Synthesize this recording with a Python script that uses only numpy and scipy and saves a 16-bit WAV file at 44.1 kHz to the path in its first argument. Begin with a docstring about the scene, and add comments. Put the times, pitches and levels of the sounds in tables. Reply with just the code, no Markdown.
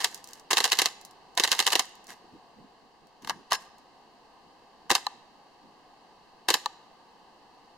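"""In an open field, a gas blowback airsoft rifle cycles once, fires two short bursts, is cocked by hand, then fires two
single shots. Each shot is a hammer blow, a rush of gas and a bolt hitting its rear stop and slamming home: shaped noise
for the blows, gas and scrapes, fading sine waves for the ringing metal. The trigger clacks back after the single shots.
The field answers with a faint tail of fading noise, over a low outdoor rumble of filtered noise.
A microphone notches the sound and rounds its peaks."""
import sys
import numpy as np
from scipy import signal
from scipy.fft import rfft, irfft, next_fast_len
from scipy.io import wavfile
from scipy.ndimage import uniform_filter1d, map_coordinates

SR = 44100
rng = np.random.default_rng(int(sys.argv[2]) if len(sys.argv) > 2 else 0)


def int16_out(signal):
    """Quantize to a 16-bit WAV file."""
    q = np.round(np.clip(np.atleast_2d(signal).T, -1, 1) * 32767)
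    wavfile.write(sys.argv[1], SR, q.astype(np.int16))


N = 342657  # length in samples
HZ = np.fft.rfftfreq(8192, 1 / SR)  # frequencies at which filters are drawn
T = np.arange(round(.25 * SR)) / SR  # time inside one short sound, s

# Event levels are set before the layer trims in the functions; spectra and modes hold relative levels.
# one cycle of the action per shot: [hammer t/s, hammer strength/dB, rear stop t/s, stop strength/dB,
# bolt home t/s, home strength/dB, gas level/dB, gas lead before the hammer/s, hollow body boost/dB]
SHOT_CYCLES = [(.004, -16, .012, -17, .0442, 0, -40, .004, -2),
               (.509, -2, .531, 0, .5706, 0, -23, .005, 1.5), (.581, 0, .6037, -3, .6418, 0, -27, .006, 1),
               (.6532, -2, .677, -16, .7194, 0, -28, .006, 0),
               (.7291, 0, .753, -17, .7882, 0, -30, .006, -1),
               (.795, 0, .8176, 0, .8578, -1, -33, .004, -1), (1.3754, 0, 1.398, 1, 1.437, 0, -28, .005, 0),
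               (1.443, -3, 1.476, -9, 1.5166, 1, -28, .004, 0),
               (1.5276, -3, 1.55, -15, 1.5916, -1, -27, .006, -1),
               (1.6013, 2, 1.6247, -15, 1.6664, -1, -27, .006, -2),
               (1.676, 1, 1.7037, -12, 1.7232, -9, -27, .006, -3),
               (1.7304, -2, 1.7539, 2, 1.7941, -1, -24, .011, 2),
               (4.9031, 0, 4.914, 1, 4.9517, 0, -23, .008, 5),
               (6.4865, 0, 6.5032, 1, 6.5408, 1, -24, .005, 4)]
# contacts at each stage: [delay/s, steel crack level/dB, receiver knock level/dB, low thump level/dB]
# the hammer strikes the valve and rebounds
HAMMER_CONTACTS = [(0, -16.7, -22.3, -37), (.006, -29.5, -29.5, -42.5)]
# the bolt hits the buffer and rebounds
REAR_STOP_CONTACTS = [(0, -14.8, -26, -27.5), (.0055, -24.5, -27.3, -41.5)]
# the bolt slams shut, chatters and settles
HOME_CONTACTS = [(0, -12.7, -26.5, -42), (.005, -25, -30, -44), (.012, -38, -32, -49),
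                 (.028, -39, -42, -62)]
# loss for each dB of a weaker blow: [crack loss/dB, knock loss/dB, thump loss/dB]
SOFTENING = (1, .75, 1.4)

# the trigger resetting after a single shot: [t/s, click level/dB, hollow knock level/dB, steel crack level/dB]
TRIGGER_RESETS = [(5.0666, -21.3, -23, -33), (6.659, -22.3, -21.5, -33)]
# single ticks of loose parts and pellets, loud and faint, at set times: [t/s, level/dB]
SET_TICKS = [(.1453, -32), (.242, -39), (.2738, -43.5), (.3331, -37.5), (1.0135, -48.5), (1.0499, -40),
             (1.3517, -51), (1.855, -45), (2.069, -46), (3.07, -61), (3.2224, -53), (3.783, -56)]
# spells of chance ticking: [t/s, length/s, level/dB]
TICK_SPELLS = [(.11, .29, -48), (1.0, .12, -51), (1.88, .32, -53)]
# the rifle shifting in the hands: [t/s, level/dB, length/s]
HAND_RATTLES = [(.0, -39, .06), (.1, -55, 0.091), (.26, -57.5, 0.13), (2.077, -46, 0.043),
                (3.215, -57, 0.06), (3.59, -58, .05)]
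# the charging handle knocking along its track: [t/s, steel crack level/dB, receiver knock level/dB, thump level/dB]
HANDLE_BLOWS = [(3.247, -39.5, -41.5, -54), (3.2738, -35, -34, -59), (3.296, -23.3, -22.5, -52),
                (3.305, -34, -26, -48), (3.516, -32, -27, -56), (3.5206, -20, -16.5, -59),
                (3.531, -20.5, -24, -55)]
# the handle sliding back, then forward: [t/s, level/dB, length/s]
HANDLE_SLIDES = [(3.27, -46, .026), (3.503, -35, .053)]
# the handle ringing as it is pulled and let go: [t/s, level/dB]
HANDLE_RINGS = [(3.2965, -35), (3.531, -27)]
# the handle's release jolting the stock: [t/s, level/dB]
STOCK_JOLTS = [(3.519, -43)]
# level of the outdoor air: [t/s, level/dB]
AIR_LEVEL = [(0, -55), (2.2, -55.5), (3.0, -59), (3.6, -57), (7.8, -56.7)]
# single soft low buffets at set times: [t/s, level/dB, length/s]
SET_BUFFETS = [(2.08, -60, .04), (2.32, -52.5, 0.033), (2.55, -57, .095), (3.21, -55.5, 0.2)]
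# spells of fainter chance buffets: [t/s, length/s, level/dB]
BUFFET_SPELLS = [(2.0, 1.6, -62), (4.3, 1.7, -62.5)]

# ringing of the spring and bolt carrier: [f/Hz, level/dB, t60/s], t60 being the time to fade by 60 dB
SPRING_MODES = [(3015, -4.5, .12), (3978, -3.5, 0.094), (4660, -3, .1), (5190, 5, .11), (6870, -7, 0.11),
                (7290, -1.5, 0.091), (8900, -9, .11), (10900, -10.5, .12), (10900, -7, 0.078)]
# ringing of the hollow receiver and magazine: [f/Hz, level/dB, t60/s]
RECEIVER_MODES = [(420, -13, 0.016), (800, 0, 0.029), (995, 2, 0.031), (1176, 1, 0.022), (1860, -11, 0.028)]
# ringing of the trigger housing: [f/Hz, level/dB, t60/s]
HOUSING_MODES = [(530, -17.5, 0.031), (827, -4, 0.032), (1000, 1, 0.022), (1171, -2, .028),
                 (1775, -10.5, 0.023)]
# ringing of the charging handle: [f/Hz, level/dB, t60/s]
HANDLE_MODES = [(1040, -2, .09), (1650, -3, .12), (2750, -6, .06), (3305, -7, .06), (4760, -11, .06),
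                (5200, -3, .06)]

# crack of steel on steel: [f/Hz, level per Hz/dB]
CRACK_SPECTRUM = [(200, -50), (900, -14), (1700, -6.5), (2800, 2.5), (4100, 2.5), (5500, -3.5), (7000, -5),
                  (8500, -12), (12500, -15), (16000, -29.5)]
# knock on the receiver: [f/Hz, level per Hz/dB]
KNOCK_SPECTRUM = [(150, -34), (400, -12), (750, -1.5), (1100, 1), (1900, -1), (3000, -20.5), (6000, -42.5)]
# low thump of a blow: [f/Hz, level per Hz/dB]
THUMP_SPECTRUM = [(25, -27), (80, -24), (160, -13), (270, -6), (390, 3), (550, 0), (900, -17.5),
                  (2500, -44.5)]
# hiss of gas, also used for feeding and hand rattles: [f/Hz, level per Hz/dB]
HISS_SPECTRUM = [(40, -23.5), (150, -26), (400, -4), (1000, 5), (1900, 3), (4200, -2.5), (7000, -5),
                 (9000, -9.5), (13000, -14.5), (16000, -25)]
# click of the trigger: [f/Hz, level per Hz/dB]
CLICK_SPECTRUM = [(500, -27), (2000, -15), (2700, -11), (3150, -5), (3550, -10), (4050, 5), (4450, 1),
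                  (4800, -11), (6500, -12.5), (9000, -23), (15000, -32)]
# tick of small loose parts: [f/Hz, level per Hz/dB]
TICK_SPECTRUM = [(500, -23), (2500, -14), (4500, -1.5), (6500, -0.5), (9000, -7), (13000, -10.5),
                 (16000, -18.5)]
# scrape of sliding metal, also used for the spring's buzz: [f/Hz, level per Hz/dB]
SCRAPE_SPECTRUM = [(150, -23), (400, -7.5), (900, 1), (1900, -1), (3000, 0), (4400, 1), (5800, -5),
                   (7100, -5), (8200, -13), (11000, -13), (16000, -29)]
# shove of the stock: [f/Hz, level per Hz/dB]
SHOVE_SPECTRUM = [(25, 0), (70, 0), (130, -3), (220, -9), (500, -30), (1500, -55)]
# distant outdoor wash: [f/Hz, level per Hz/dB]
AIR_SPECTRUM = [(25, -9.5), (90, -15.5), (210, -5), (450, -5), (800, 1), (1100, -3.5), (1500, -10.5),
                (2000, -15.5), (2900, -13.5), (3700, -18), (4500, -13), (5300, -22.5), (9000, -33),
                (16000, -43.5)]
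# soft low buffets: [f/Hz, level per Hz/dB]
BUFFET_SPECTRUM = [(40, -8), (110, -8), (190, 5.5), (330, -0.5), (480, -3.5), (900, -46)]

# tone of the field's answer: [f/Hz, level/dB]
FIELD_TONE = [(100, -9.5), (400, -0.5), (1000, -0.5), (4500, -2), (9000, 4), (15000, -7.5)]
# fading of the field's answer: [f/Hz, t60/s]
FIELD_T60 = [(100, .5), (1000, 0.78), (4000, 0.75), (8000, 0.44), (15000, 0.32)]
# left-right likeness of the rifle: [f/Hz, likeness/0-1]
RIFLE_LIKENESS = [(50, .7), (130, .85), (300, .97), (700, .95), (1300, .86), (2200, .72), (3500, .33),
                  (7000, .3), (15000, .42)]
# left-right likeness of the air and the tail: [f/Hz, likeness/0-1]
AIR_LIKENESS = [(40, .4), (130, 0.5), (300, 0.74), (700, .85), (1400, 0.55), (3100, 0.16), (10000, .1)]
# where the rifle stands: [t/s, lead of the right ear/s, right over left/dB]
RIFLE_PLACE = [(2.5, 0.0000037, 0.5), (3.5, 0, -0.5)]
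# microphone balance: [f/Hz, left over right/dB]
MIC_BALANCE = [(60, -3.5), (200, -2), (800, 0.95), (2400, -0.5), (4400, -1.45), (8000, -0.5), (15000, -5)]
# microphone notches: [f/Hz, width/Hz, level/dB]
MIC_NOTCHES = [(606, 70, -7), (1375, 130, -11.5), (2373, 160, -12), (3436, 230, -6)]
EDGE_HZ = 16600  # upper limit of the microphone's sound

GAS_S = .015  # the gas flows this long before dying away
SLIDE_DB, SLIDE_FOLLOW = -37, .25  # bolt scrape; its dB per dB of the blow at the rear stop
JOSTLE_DB, JOSTLE_SPREAD_DB = -32.5, 4.5  # light contacts of the travelling bolt; spread either way
FEED_DB, FEED_LEAD_S, FEED_S = -27.5, .006, .007  # pellet feeding; lead is before the bolt is home
SPRING_DB, SPRING_DAMPED_DB, REFIRE_S = -37.5, -2, .02  # extra dB if the next hammer falls within REFIRE_S
BUZZ_DB, BUZZ_S = -46, .035  # spring coils buzzing against the tube
SHOVE_DB, SHOVE_FOLLOW = -63, 3.7  # shove on the shoulder; its dB per dB of hollow body boost
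TICKS_PER_S, TICK_SPREAD_DB = 16, 3
BUFFETS_PER_S, BUFFET_SPREAD_DB, BUFFET_S = 3, 1.5, .035
HOUSING_LOW_HZ = 450  # low cut that keeps the housing's ring free of low thump

# the columns of the shot cycles, one value per shot
HAMMER_S, HAMMER_DB, STOP_S, STOP_DB, HOME_S, HOME_DB, GAS_DB, GAS_LEAD_S, BODY_DB = np.transpose(SHOT_CYCLES)
EACH_SHOT = np.ones(len(SHOT_CYCLES))
REFIRED = np.r_[HAMMER_S[1:], np.inf] - HOME_S < REFIRE_S  # the next shot follows at once


def amp(db):
    """Turns decibels into gain."""
    return 10 ** (np.asarray(db) / 20)


def read(points, hz):
    """Reads a table's value at hz, along a log-frequency axis."""
    f, value = np.transpose(points)
    return np.interp(np.log(hz + 1), np.log(f + 1), value)


def add(mix, s, sound):
    """Lays a sound into the mix at time s."""
    part = mix[:, max(round(s * SR), 0):][:, :sound.shape[-1]]
    part += sound[..., :part.shape[1]]


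def causal(x, db):
    """Filters by a dB curve over HZ; nothing sounds ahead of an attack."""
    log_gain = np.log(amp(np.r_[db, db[-2:0:-1]]))
    # the phase that belongs to this loudness curve when sound leaves as early as possible
    response = np.exp(np.conj(signal.hilbert(log_gain)))
    taps = irfft(response[:len(HZ)])
    return signal.oaconvolve(x, taps[None, :len(HZ)], axes=1)[:, :N]


def colour(x, spectrum):
    """Gives white noise a spectrum and keeps its power."""
    db = read(spectrum, HZ)
    return causal(x, db - 10 * np.log10(np.mean(amp(db) ** 2)))


def pair(x, likeness):
    """Blends two unrelated signals so that left and right are as alike as the table says at each frequency."""
    size = next_fast_len(N, True)
    same = np.clip(read(likeness, np.fft.rfftfreq(size, 1 / SR)), 0, 1)
    gains = np.sqrt([(1 + same) / 2, (1 - same) / 2])
    mid, side = irfft(rfft(x, size) * gains, size)[:, :N]
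    return np.array([mid + side, mid - side])


def scattered(spells, per_s, spread_db):
    """Spreads chance events loosely through each spell, as rows of (t/s, level/dB)."""
    rows = []
    for start, length, db in spells:
        place, strength = rng.random((40, 2)).T
        after = (np.arange(len(place)) + place) / per_s
        levels = db + spread_db * (2 * strength - 1)
        rows += list(np.c_[start + after, levels][after < length])
    return np.reshape(rows, (-1, 2))


def strikes(rows, spectrum, fall_s, rattle_db, rattle_s, shared_db=-20):
    """Each blow is a dense clatter that dies fast, then a weaker rattle; the same parts give blows a shared grain."""
    out, t = np.zeros((2, N)), T[:len(T) // 2]
    shape = np.exp(-t / fall_s) + amp(rattle_db) * np.exp(-t / rattle_s)
    shared = amp(shared_db) * rng.standard_normal((2, len(t)))
    clatter = shape * (shared + rng.standard_normal((len(rows), 2, len(t))))
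    blows = colour(clatter.reshape(-1, len(t)), spectrum)
    # every blow carries the same energy before its own level
    blows *= np.linalg.norm(shape) / np.linalg.norm(blows, axis=1, keepdims=True)
    for (s, db), blow in zip(rows, blows.reshape(len(rows), 2, -1)):
        add(out, s, amp(db) * blow)
    return out


def rushes(rows, spectrum, rise_s, fall_s, grain_db, size):
    """Noise opens quickly, sputters for its length and dies away; size is the sputter's smoothing in samples."""
    out = np.zeros((2, N))
    for s, db, length in rows:
        shape = (1 - np.exp(-T / rise_s)) * np.exp(-np.maximum(T - length, 0) / fall_s)
        wander = np.sqrt(size) * uniform_filter1d(rng.standard_normal(len(T)), size)
        sputter = amp(grain_db * wander)
        sputter /= np.sqrt(np.mean(sputter ** 2))
        add(out, s, amp(db) * shape * sputter * rng.standard_normal((2, len(T))))
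    return colour(out, spectrum)


def rings(rows, modes, scatter, rise_s):
    """Blows ring a set of fading sine waves, with pitches scattered a little each time."""
    out = np.zeros((2, N))
    hz, mode_db, t60 = np.transpose(modes)[:, :, None]
    t = T[T < t60.max()]
    size = amp(mode_db) / np.linalg.norm(amp(mode_db))
    shape = size * (1 - np.exp(-t / rise_s)) * np.exp(-np.log(1000) * t / t60)
    for s, db in rows:
        pitch = hz * (1 + scatter * rng.standard_normal(hz.shape))
        turns = pitch * t + rng.random((2, *hz.shape))
        ring = (shape * np.sin(2 * np.pi * turns)).sum(1)
        ring *= np.linalg.norm(shape) / np.linalg.norm(ring, axis=1, keepdims=True)
        add(out, s, amp(db) * ring)
    return out


def outdoors():
    """A nearly steady distant wash of filtered noise with soft low buffets."""
    level_db = np.interp(np.arange(N) / SR, *np.transpose(AIR_LEVEL))
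    air = amp(level_db) * colour(rng.standard_normal((2, N)), AIR_SPECTRUM)
    chance = scattered(BUFFET_SPELLS, BUFFETS_PER_S, BUFFET_SPREAD_DB)
    rows = SET_BUFFETS + [(s, db, BUFFET_S) for s, db in chance]
    buffets = rushes(rows, BUFFET_SPECTRUM, rise_s=.01, fall_s=.015, grain_db=2.3, size=400)
    return pair(air + buffets, AIR_LIKENESS)


def handling():
    """Loose parts and pellets tick, and the rifle rattles as it shifts in the hands."""
    rows = np.vstack([SET_TICKS, scattered(TICK_SPELLS, TICKS_PER_S, TICK_SPREAD_DB)])
    ticks = amp(2) * strikes(rows, TICK_SPECTRUM, fall_s=.0012, rattle_db=-14.5, rattle_s=0.014)
    return ticks + rushes(HAND_RATTLES, HISS_SPECTRUM, rise_s=.006, fall_s=0.023, grain_db=3.5, size=130)


def gas_rush():
    """Gas let out by the valve rushes in turbulent noise, starting just ahead of the hammer's main blow."""
    rows = np.c_[HAMMER_S - GAS_LEAD_S, GAS_DB, GAS_S * EACH_SHOT]
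    return rushes(rows, HISS_SPECTRUM, rise_s=.004, fall_s=.004, grain_db=4.5, size=70)


def contacts(stage, times, force_db):
    """Lists one stage of every shot as blows; a hollow body lifts knock and thump."""
    shift = np.c_[times, np.outer(force_db, SOFTENING) + np.outer(BODY_DB, [0, 1, 1])]
    return np.vstack([shift + contact for contact in stage])


def impacts(blows):
    """Metal hits metal: a steel crack, a knock that rings the receiver, and a low thump."""
    crack_rows, knock_rows, thump_rows = blows[:, [0, 1]], blows[:, [0, 2]], blows[:, [0, 3]]
    crack = strikes(crack_rows, CRACK_SPECTRUM, fall_s=.0017, rattle_db=-16, rattle_s=.010, shared_db=-3.5)
    knock = strikes(knock_rows, KNOCK_SPECTRUM, fall_s=.0028, rattle_db=-15, rattle_s=.016)
    body = rings(knock_rows, RECEIVER_MODES, scatter=0.04, rise_s=0.00058)
    thump = strikes(thump_rows, THUMP_SPECTRUM, fall_s=0.0049, rattle_db=-20, rattle_s=.012)
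    return amp(3) * crack + amp(-.4) * knock + amp(-1) * thump + amp(-.6) * body


def hammer_and_bolt():
    """The hammer strikes the valve, then the bolt hits its rear stop and slams home."""
    hammer = contacts(HAMMER_CONTACTS, HAMMER_S, HAMMER_DB)
    rear_stop = contacts(REAR_STOP_CONTACTS, STOP_S, STOP_DB)
    home = contacts(HOME_CONTACTS, HOME_S, HOME_DB)
    return impacts(np.vstack([hammer, rear_stop, home]))


def stock_shove():
    """The stock shoves the shoulder with a low thud at each hammer fall."""
    rows = np.c_[HAMMER_S, SHOVE_DB + SHOVE_FOLLOW * BODY_DB]
    return strikes(rows, SHOVE_SPECTRUM, fall_s=.006, rattle_db=-23, rattle_s=.012)


def bolt_scrape():
    """The bolt scrapes along its track from hammer fall until it is home."""
    rows = np.c_[HAMMER_S, SLIDE_DB + SLIDE_FOLLOW * STOP_DB, HOME_S - HAMMER_S]
    return rushes(rows, SCRAPE_SPECTRUM, rise_s=.007, fall_s=.005, grain_db=3, size=160)


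def bolt_jostles(count):
    """The bolt jostles in its track: light steel contacts at chance moments of each cycle."""
    place, strength = np.moveaxis(rng.random((len(HAMMER_S), count, 2)), -1, 0)
    progress = (np.arange(count) + place) / count
    times = HAMMER_S[:, None] + (HOME_S - HAMMER_S)[:, None] * progress
    level_db = JOSTLE_DB + JOSTLE_SPREAD_DB * (2 * strength - 1)
    rows = np.c_[times.ravel(), level_db.ravel()]
    return strikes(rows, CRACK_SPECTRUM, fall_s=.0013, rattle_db=-22, rattle_s=.008)


def pellet_feed():
    """The bolt shoves a pellet into the chamber just before it is home, as a short rush of noise."""
    rows = np.c_[HOME_S - FEED_LEAD_S, FEED_DB * EACH_SHOT, FEED_S * EACH_SHOT]
    return rushes(rows, HISS_SPECTRUM, rise_s=.004, fall_s=.005, grain_db=4, size=70)


def spring_ring():
    """The spring rings as the bolt slams home; its coils buzz unless the next shot follows at once."""
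    ring_rows = np.c_[HOME_S, SPRING_DB + BODY_DB + SPRING_DAMPED_DB * REFIRED]
    ring = rings(ring_rows, SPRING_MODES, scatter=0.0054, rise_s=.002)
    buzz_rows = np.c_[HOME_S, BUZZ_DB * EACH_SHOT, BUZZ_S * EACH_SHOT][~REFIRED]
    return ring + rushes(buzz_rows, SCRAPE_SPECTRUM, rise_s=.005, fall_s=.035, grain_db=3, size=130)


def action():
    """Adds up the moving parts and gas of every shot."""
    moving = hammer_and_bolt() + stock_shove() + bolt_scrape() + bolt_jostles(count=3)
    return gas_rush() + moving + pellet_feed() + spring_ring()


def field(x, wet_db, build_s):
    """Grass, fence and trees scatter a faint tail whose highest treble dies first."""
    hz, t, z = signal.stft(rng.standard_normal((2, SR)), SR, nperseg=256)
    fade = np.exp(-np.log(1000) * t / read(FIELD_T60, hz)[:, None])
    build = 1 - np.exp(-t / build_s)
    z = z * amp(read(FIELD_TONE, hz)[:, None]) * fade * build
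    tail = signal.istft(z, SR, nperseg=256)[1]
    tail /= np.linalg.norm(tail[0])
    return amp(wet_db) * pair(signal.fftconvolve(x, tail, axes=1)[:, :N], AIR_LIKENESS)


def charging_handle():
    """The bolt worked by hand: the handle slides, knocks and rings; its release rings the spring and jolts the stock."""
    scrape = rushes(HANDLE_SLIDES, SCRAPE_SPECTRUM, rise_s=.008, fall_s=.005, grain_db=3, size=160)
    ring = rings(HANDLE_RINGS, HANDLE_MODES, scatter=.004, rise_s=.001)
    spring = amp(-1.5) * rings(HANDLE_RINGS[-1:], SPRING_MODES, scatter=.005, rise_s=.002)
    jolt = amp(-1.5) * strikes(STOCK_JOLTS, SHOVE_SPECTRUM, fall_s=.006, rattle_db=-23, rattle_s=.012)
    return impacts(np.array(HANDLE_BLOWS)) + scrape + ring + spring + jolt


def trigger_resets():
    """The trigger snaps back: a click with an edge of steel, and the small hollow housing answers a moment later."""
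    snaps = np.array(TRIGGER_RESETS)
    click = amp(1.5) * strikes(snaps[:, [0, 1]], CLICK_SPECTRUM, fall_s=0.0018, rattle_db=-29, rattle_s=0.0065)
    edge = amp(3) * strikes(snaps[:, [0, 3]], CRACK_SPECTRUM, fall_s=.0015, rattle_db=-24, rattle_s=.008)
    housing_rows = snaps[:, [0, 2]] + [.0003, 0]  # delay in s
    housing = amp(5.5) * rings(housing_rows, HOUSING_MODES, scatter=0.014, rise_s=0.0006)
    low_cut = signal.butter(2, HOUSING_LOW_HZ, "high", fs=SR, output="sos")
    return click + edge + signal.sosfilt(low_cut, housing)


def placed(x):
    """Sets the rifle a little to the right at first, then to the left, almost wholly by level."""
    n = np.arange(N)
    s, lead_s, side_db = np.transpose(RIFLE_PLACE)
    lead = np.interp(n / SR, s, lead_s) * SR  # in samples
    side = amp(np.interp(n / SR, s, side_db) / 2)
    left = map_coordinates(x[0], [n - lead], order=5) / side
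    return np.array([left, x[1] * side])


def scene():
    """The rifle close by, its tail over the field, and the outdoor air."""
    air = outdoors()
    rifle = placed(pair(handling() + action() + charging_handle() + trigger_resets(), RIFLE_LIKENESS))
    return air + rifle + field(rifle, wet_db=-25.5, build_s=0.013)


def record(dry):
    """The microphone's notches and balance, soft overload on the sharpest peaks, and the band limit."""
    notch_db = sum(db * np.exp(-((HZ - hz) / width) ** 2) for hz, width, db in MIC_NOTCHES)
    lean_db = read(MIC_BALANCE, HZ) / 2
    heard = np.vstack([causal(dry[:1], notch_db + lean_db), causal(dry[1:], notch_db - lean_db)])
    ceiling = amp(-6)
    rounded = ceiling * np.tanh(amp(1.0) * heard / ceiling)
    band_limit = signal.firwin(127, EDGE_HZ, window=("kaiser", 8), fs=SR)
    return signal.oaconvolve(rounded, band_limit[None], "same")


dry = scene()
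out = record(dry)
int16_out(out)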